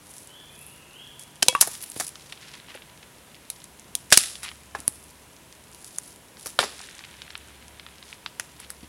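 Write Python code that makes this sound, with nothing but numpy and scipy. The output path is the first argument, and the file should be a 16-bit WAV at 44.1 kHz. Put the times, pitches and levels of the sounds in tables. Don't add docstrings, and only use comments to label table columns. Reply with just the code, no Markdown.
import sys
import numpy as np
from scipy import signal
from scipy.fft import rfft, irfft
from scipy.io import wavfile
from scipy.ndimage import uniform_filter1d

SR = 44100
rng = np.random.default_rng(int(sys.argv[2]) if len(sys.argv) > 2 else 0)


def unload_wav(signal):
    wavfile.write(
        sys.argv[1],
        SR,
        np.round(np.clip(np.atleast_2d(signal).T, -1, 1) * 32767).astype(np.int16),
    )


N = 391608
TIME = np.arange(N) / SR
TOP_HZ = 15800


def amp(db):
    return 10 ** (np.asarray(db) / 20)


def unit_rms(x):
    return x / np.sqrt(np.mean(x ** 2) + 1e-30)


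def unit_burst(x):
    return x * np.sqrt(.01 * SR / (np.sum(x ** 2) + 1e-30))


def seconds(length_s):
    return np.arange(int(length_s * SR)) / SR


def fade(t, t60_s):
    return np.exp(-np.log(1000) * t / max(t60_s, 1e-4))


def add(out, start_s, x):
    i = int(np.clip(start_s * SR, 0, N - 1))
    out[i:i + len(x)] += x[:N - i]


def bandpass(x, low_hz, high_hz, order=3):
    return signal.sosfilt(signal.butter(order, [low_hz, high_hz], "band", fs=SR, output="sos"), x)


def resonate(x, hz, width):
    w = 2 * np.pi * min(hz / SR, .45)
    a = np.sin(w) * abs(width) / 2
    return signal.lfilter([a, 0, -a], [1 + a, -2 * np.cos(w), 1 - a], x)


def colour(x, points, size=4096):
    hz, db = np.transpose(points)
    grid_hz = np.maximum(np.arange(size // 2 + 1) * SR / size, 1)
    gain = amp(np.interp(np.log(grid_hz), np.log(hz), db))
    cepstrum = irfft(np.log(gain))
    cepstrum[1:size // 2] *= 2
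    cepstrum[size // 2 + 1:] = 0
    impulse = irfft(np.exp(rfft(cepstrum)))
    return signal.fftconvolve(x, impulse)[:len(x)]


def wander(rate_hz):
    knots = rng.standard_normal(int(rate_hz * N / SR) + 2)
    return np.interp(TIME * rate_hz, np.arange(len(knots)), knots)


def grains(count, spread_db, size=12):
    strength = np.repeat(amp(spread_db * rng.standard_normal(count // size + 1)), size)[:count]
    return unit_rms(strength * rng.standard_normal(count))


# frequency_hz, relative_db
AIR_SPECTRUM = [(20, -54), (35, -16.5), (60, -10), (150, -7), (350, -11), (700, -14), (1300, -17.5),
                (3000, -18.5), (4700, -24), (8000, -23), (11200, -20.5), (11700, -25), (15500, -33.5)]


def air():
    hiss = unit_rms(colour(rng.standard_normal(N), AIR_SPECTRUM))
    flames = unit_rms(resonate(rng.standard_normal(N), hz=170, width=1.0)) * amp(2 * wander(8.2))
    whine = unit_rms(resonate(rng.standard_normal(N), hz=969, width=0.035))
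    return amp(-51.5) * hiss + amp(-70.5) * flames + amp(-66) * whine


def wavering_tone(hz, db):
    phase = 2 * np.pi * np.cumsum(hz * (1 + 0.0064 * wander(5.5))) / SR
    return np.sqrt(2) * amp(db + 0.89 * wander(5.4)) * np.sin(phase)


# time_s, relative_db
DRONE_SWELLS = [(0.0, -78), (3.66, -71), (4.33, -63), (4.84, -60.5), (5.96, -72), (6.48, -75), (6.6, -64),
                (7.02, -69), (7.37, -59.5), (7.67, -59), (8.28, -71.5), (8.88, -58)]


def hums(drone_hz=69.3, hum_hz=145, hold_s=1.85, fall_db_per_s=9):
    drone_db = np.interp(TIME, *np.transpose(DRONE_SWELLS)) + 2.5
    hum_db = -62.5 - fall_db_per_s * np.maximum(TIME - hold_s, 0)
    return wavering_tone(drone_hz, drone_db) + wavering_tone(hum_hz, hum_db)


# start_s, length_s, level_db, centre_hz, width_ratio
SLIDES = [(0, 0.34, -52.5, 9300, 1.5), (0.458, .35, -54.5, 11400, 0.55), (1.184, 0.053, -49, 8250, 1.4),
          (1.637, .32, -45, 9500, 5.5), (1.825, 0.024, -40, 12500, 0.35), (1.911, 0.19, -41.5, 9000, 2.2),
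          (2.1, 0.31, -55.5, 4400, 1.4), (2.36, 0.29, -50, 2900, 1.2), (2.665, .13, -48.5, 2180, 1.0),
          (4.404, .12, -44, 2400, 0.87), (4.696, 0.43, -56, 9500, 1.4), (5.672, 0.55, -52.5, 8300, 1.8),
          (6.359, 0.19, -50, 8000, 2.1), (6.698, 0.22, -53, 4170, 1.4), (8.005, 0.18, -56, 5000, 1.3),
          (8.573, 0.1, -53, 2830, .8)]


def rustles(slip_db=3, slip_per_db=0.27, tick_range_db=6, ticks_each=3):
    out, friction, slips = np.zeros(N), grains(N, spread_db=5), wander(130)
    softest_db = min(row[2] for row in SLIDES)
    tick_draws = rng.random((len(SLIDES), ticks_each, 2))
    for (start_s, length_s, db, hz, width), ticks in zip(SLIDES, tick_draws):
        first = int(start_s * SR)
        span = slice(first, first + int(length_s * SR))
        jerk_db = slip_db + slip_per_db * (db - softest_db)
        force = friction[span] * amp(jerk_db * slips[span])
        rub = resonate(resonate(force, hz, width), hz, 2 * width)
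        swell = signal.windows.tukey(len(rub), .7)
        add(out, start_s, amp(db) * unit_rms(rub * swell))
        for when, size in ticks:
            add(out, start_s + when * length_s, amp(db + tick_range_db * size) * pop(hz, width))
    return out


def pop(hz, width):
    t = seconds(.03)
    pulse = unit_burst(1. * (t == 0))
    scatter = amp(-2.5) * unit_burst(rng.standard_normal(len(t)) * fade(t, t60_s=0.013))
    burst = resonate(pulse + scatter, hz, 1.12 * width)
    top_hz = np.clip(1.69 * hz, 1000, TOP_HZ)
    return unit_burst(bandpass(burst, top_hz / 6, top_hz, order=4))


# start_s, level_db, centre_hz, relative_width
CLOSE_TICKS_AND_POPS = [(.182, -45.5, 7700, .64), (0.273, -44.5, 7500, 0.26), (1.3573, -51.5, 8100, 0.68),
                        (1.7524, -40, 5100, 2.8), (1.8361, -44, 4400, 4.5), (1.9005, -39.5, 9500, 0.23),
                        (2.0776, -40.5, 9250, 0.28), (2.156, -41, 3830, 2.3), (2.8208, -45.5, 2680, 0.37),
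                        (3.03, -48.5, 3780, 1.3), (3.3457, -48.5, 3400, .58), (3.6419, -43.5, 8100, 1.1),
                        (3.7963, -46.5, 6950, 0.46), (4.355, -38.5, 3400, .3), (4.46, -40, 2580, 1.5),
                        (4.4895, -37, 3200, 0.69), (4.5154, -42, 2250, 1), (4.8032, -40, 9200, .8),
                        (5.526, -47.5, 4900, 2.5), (5.8454, -42, 7440, 1.2), (6.3706, -48, 3600, 3.4),
                        (6.7925, -41, 3700, 2.1), (6.992, -41.5, 3400, 2.3), (7.039, -42, 2650, .44),
                        (7.0508, -44, 3000, 0.9), (7.219, -37.5, 3100, .9), (7.3047, -40.5, 3100, 2),
                        (7.3536, -33.5, 2600, 0.75), (7.3776, -46.5, 7840, 1.8), (7.682, -48.5, 6200, 2.2),
                        (7.797, -40.5, 2900, 0.85), (7.865, -41, 2700, 1.1), (8.027, -43.5, 2700, 0.82),
                        (8.1282, -38.5, 2600, 0.53), (8.2618, -30, 2800, 1.3)]


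def ticks_and_pops():
    out = np.zeros(N)
    for start_s, db, hz, width in CLOSE_TICKS_AND_POPS:
        add(out, start_s, amp(db) * pop(hz, width))
    return out


# start_s, strength_ratio, settle_s
COAL_FLARES = [(2.35, 0.52, 0.75), (6.75, 0.98, 0.89)]


def coal_bed(tick_count=200, calm_db=-61, calm_hz=6000, flare_gain_db=10, flare_hz=1500, rise_s=0.05):
    ticks, flare = np.zeros(N), np.zeros(N)
    for start_s, strength, settle_s in COAL_FLARES:
        age_s = np.maximum(TIME - start_s, 0)
        flare += strength * np.minimum(age_s / rise_s, 1) * np.exp(-age_s / settle_s)
    flare = np.clip(flare, 0, 1)
    for when, size, pitch in rng.random((tick_count, 3)):
        heat = flare[int(when * N)] ** 0.62
        db = calm_db + flare_gain_db * heat + 8 * size ** 3
        hz = calm_hz * (flare_hz / calm_hz) ** heat * 2 ** (pitch - .5)
        add(ticks, when * N / SR, amp(db) * pop(hz, width=1.0))
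    sizzle = unit_rms(bandpass(grains(N, spread_db=7), 1400, 4150, order=5))
    grit = unit_rms(bandpass(grains(N, spread_db=11), 4500, 9200))
    return ticks + amp(-48.5) * (flare * sizzle + flare ** 2 * grit)


# start_s, length_s, first_pitch_hz, last_pitch_hz, level_db
BIRD_WHISTLES = [(.275, .13, 2900, 3537, -47.5), (0.439, .32, 2300, 2920, -55), (.76, .18, 2520, 2850, -53),
                 (0.923, .12, 2855, 3460, -45.5)]


def bird(echo_t60_s=1.34, bend=1.5):
    song = np.zeros(N)
    for start_s, length_s, first_hz, last_hz, db in BIRD_WHISTLES:
        remaining = 1 - seconds(length_s) / length_s
        hz = last_hz + (first_hz - last_hz) * remaining ** bend
        waver = 1 + 0.0163 * wander(156.6)[:len(hz)]
        phase = 2 * np.pi * np.cumsum(hz * waver) / SR
        whistle = np.sin(phase) + amp(-15) * np.sin(phase / 2)
        envelope = np.sqrt(2) * amp(db) * signal.windows.tukey(len(hz), .35)
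        add(song, start_s, envelope * whistle)
    t = seconds(1.5)
    echo = rng.standard_normal(len(t)) * fade(t, echo_t60_s)
    return signal.fftconvolve(song, echo / np.linalg.norm(echo))[:N]


# low_hz, high_hz
CRACK_BANDS = [(80, 300), (300, 800), (800, 2000), (2000, 4800), (4800, 8500), (8500, 14000)]


def crack(crack_db, crack_hz, thud_db, thud_hz, t60_s, rise_s=0.0021, spray_db=-10):
    t = seconds(.15)
    burst = grains(len(t), spread_db=5) * fade(t, t60_s) * (1 - fade(t, rise_s))
    fracture = hump(crack_db, crack_hz, below_db_per_octave=8.5, above_db_per_octave=9)
    thud = hump(thud_db, thud_hz, below_db_per_octave=10, above_db_per_octave=7)
    gains = np.hypot(fracture, thud)
    body = sum(gain * unit_burst(bandpass(burst, *band)) for gain, band in zip(gains, CRACK_BANDS))
    spray = unit_burst(bandpass(burst, CRACK_BANDS[-1][1], TOP_HZ))
    return body + gains[-1] * amp(spray_db) * spray


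def hump(db, peak_hz, below_db_per_octave, above_db_per_octave):
    centres_hz = np.sqrt(np.prod(CRACK_BANDS, axis=1))
    octaves = np.log2(centres_hz / peak_hz)
    return amp(db + np.minimum(below_db_per_octave * octaves, -above_db_per_octave * octaves))


# start_s, crack_db, crack_hz, thud_db, thud_hz, t60_s, to_trees_db
WOOD_SNAPS = [(1.4237, -19.5, 3870, -32, 696, .022, -10), (1.462, -43, 10000, -43, 450, 0.037, -2),
              (1.526, -55, 8000, -37, 600, .025, -6), (1.606, -30.5, 8200, -55, 600, .017, -1),
              (1.6098, -6.5, 8900, -35, 500, 0.044, -3), (1.623, -23.5, 7000, -25.5, 1100, .047, 9.5),
              (1.6727, -29, 11000, -32, 595, 0.021, 3.5), (1.961, -41.5, 2800, -33, 260, 0.032, 9),
              (1.9985, -23.5, 7100, -27.5, 746, 0.038, -6), (2.0078, -30.5, 8000, -34, 1300, 0.012, 10),
              (2.323, -35, 2980, -67, 500, 0.024, 2), (2.75, -47.5, 9500, -41, 520, 0.035, -5),
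              (4.1036, -35.5, 6000, -65, 400, .011, 9.5), (4.1163, -24, 5000, -49.5, 500, .026, -3),
              (4.1733, 0, 6350, -34, 800, 0.011, -6), (4.235, -28, 4500, -57, 600, .02, -2),
              (4.4308, -38, 7400, -40.5, 1500, .015, 17), (4.7863, -46, 4000, -43.5, 170, 0.051, 8),
              (6.459, -33, 8500, -34.5, 800, .025, 10), (6.469, -32.5, 9000, -48, 350, 0.0057, 9),
              (6.602, -25, 4000, -27.5, 700, 0.054, 13.5), (6.628, -39, 8000, -26, 1190, 0.033, -6),
              (6.636, -30.5, 4600, -28.5, 600, 0.032, 13.5), (8.6003, -42, 9500, -50, 1300, 0.015, 9),
              (8.7025, -36, 9900, -42.5, 1400, 0.0085, 5), (8.829, -48, 3500, -40.5, 140, 0.074, -12)]


def snaps():
    near, to_trees = np.zeros(N), np.zeros(N)
    for start_s, *shape, to_trees_db in WOOD_SNAPS:
        snap = crack(*shape)
        add(near, start_s, snap)
        add(to_trees, start_s, amp(to_trees_db) * snap)
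    return near, to_trees


# start_s, crack_relative_db, crack_hz, thud_relative_db, thud_hz, t60_s, to_trees_db
WOOD_KNOCKS = [(1.4268, -11, 6200, -24.5, 520, 0.017, -2.5), (1.4836, -6, 6000, -22.5, 430, 0.0076, -5.5),
               (1.5505, -33.5, 10900, -21.5, 1265, 0.021, 1), (3.5011, -27.5, 9500, -72, 500, 0.013, 2),
               (3.9522, -22, 10600, -67, 500, 0.0081, -2.5), (4.1239, 1.5, 4900, -26.5, 500, 0.033, 4),
               (4.7497, -35, 4200, -31.5, 630, 0.045, 6.5), (4.8794, -31, 11500, -30.5, 234, 0.0026, -6.5),
               (5.9852, -35, 10900, -39, 1400, .0053, -13), (6.5892, -11.5, 2630, -23, 560, 0.017, 4.5),
               (8.3974, -23, 5100, -41, 290, 0.0063, 1.5)]
# pitch_hz, level_db, t60_s
KNOCK_RINGS = [
    [(392, -26.5, 0.053), (1550, -18.5, 0.03), (3120, -10, 0.021)],
    [(515, -19.5, 0.075), (980, -20.5, 0.067), (2270, -29.5, 0.15), (2606, -25, 0.11), (3330, -23, 0.18),
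     (4000, 1, 0.011)],
    [(1138, -12, 0.066), (2360, -13.5, 0.011), (2700, -16, 0.024)],
    [(4000, -24.5, 0.0086), (10300, -20, 0.0069)],
    [(3400, -14, 0.0054), (6440, -12, 0.0061), (9500, -16.5, 0.013)],
    [(624, -8, 0.018), (1646, -2, 0.017), (2400, -3.5, 0.0067)],
    [(810, -26.5, 0.048), (1057, -24, 0.038), (1690, -20, 0.023)],
    [(10130, 3.5, 0.002)],
    [(6600, -12, 0.0041), (9400, -11.5, 0.0038)],
    [(515, -22.5, 0.067), (707, -13, 0.028), (1190, -15, 0.043), (1420, -10, 0.028), (1775, -16.5, 0.043)],
    [(1460, -22, 0.015), (1920, -24, 0.014), (9600, -22.5, .008)],
]


def knocks():
    near, to_trees = np.zeros(N), np.zeros(N)
    t = seconds(.25)
    for (start_s, *shape, to_trees_db), pitches in zip(WOOD_KNOCKS, KNOCK_RINGS):
        impact = amp(-3.5) * crack(*shape)
        ring = sum((-1) ** k * amp(db) * np.sin(2 * np.pi * hz * t) * fade(t, t60_s)
                   for k, (hz, db, t60_s) in enumerate(pitches))
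        for part in (impact, ring):
            add(near, start_s, part)
            add(to_trees, start_s, amp(to_trees_db) * part)
    return near, to_trees


# frequency_hz, gain_db
TREE_REFLECTION = [(100, 6), (500, -4.5), (1200, -0.5), (3000, 4.5), (7000, 6), (10000, 4), (15000, 3)]


def trees(x, near_db=-17, near_t60_s=0.073, far_db=-22, far_t60_s=0.55, band_count=12, hop=32):
    t = seconds(1.2)[::hop]
    near = (fade(t, near_t60_s) * (1 - fade(t, .012))) ** 2
    far = (fade(t, far_t60_s) * (1 - fade(t, .055))) ** 2
    returning = amp(near_db) ** 2 * near / near.sum() + amp(far_db) ** 2 * far / far.sum()
    edges_hz = np.geomspace(200, TOP_HZ, band_count + 1)
    hz, db = np.transpose(TREE_REFLECTION)
    out, scatter = np.zeros(N), grains(N, spread_db=4)
    for low_hz, high_hz in zip(edges_hz, edges_hz[1:]):
        band = bandpass(x + 1e-12 * scatter, low_hz, high_hz)
        energy = uniform_filter1d(band ** 2, hop)[::hop]
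        swell = np.sqrt(np.maximum(signal.fftconvolve(energy, returning), 0))
        gain = amp(np.interp(np.log(low_hz * high_hz) / 2, np.log(hz), db))
        out += gain * np.repeat(swell, hop)[:N] * unit_rms(bandpass(scatter, low_hz, high_hz))
    return out


# frequency_hz, gain_db
MICROPHONE_PORT = [(20, 3), (8000, -1.5), (9000, 1), (9900, 5.5), (10900, 3), (12000, -5), (15500, -11.5)]


def scene():
    knocks_near, knocks_sent = knocks()
    snaps_near, snaps_sent = snaps()
    crackle = ticks_and_pops() + coal_bed() + rustles()
    tail = trees(knocks_sent + snaps_sent + crackle)
    fireside = colour(knocks_near + snaps_near + crackle + tail, MICROPHONE_PORT)
    return (fireside + bird() + hums() + air())[None]


def record(dry):
    clipped = np.clip(dry, -.95, .95)
    return signal.sosfilt(signal.ellip(8, .2, 70, TOP_HZ, fs=SR, output="sos"), clipped)


dry = scene()
out = record(dry)
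unload_wav(out)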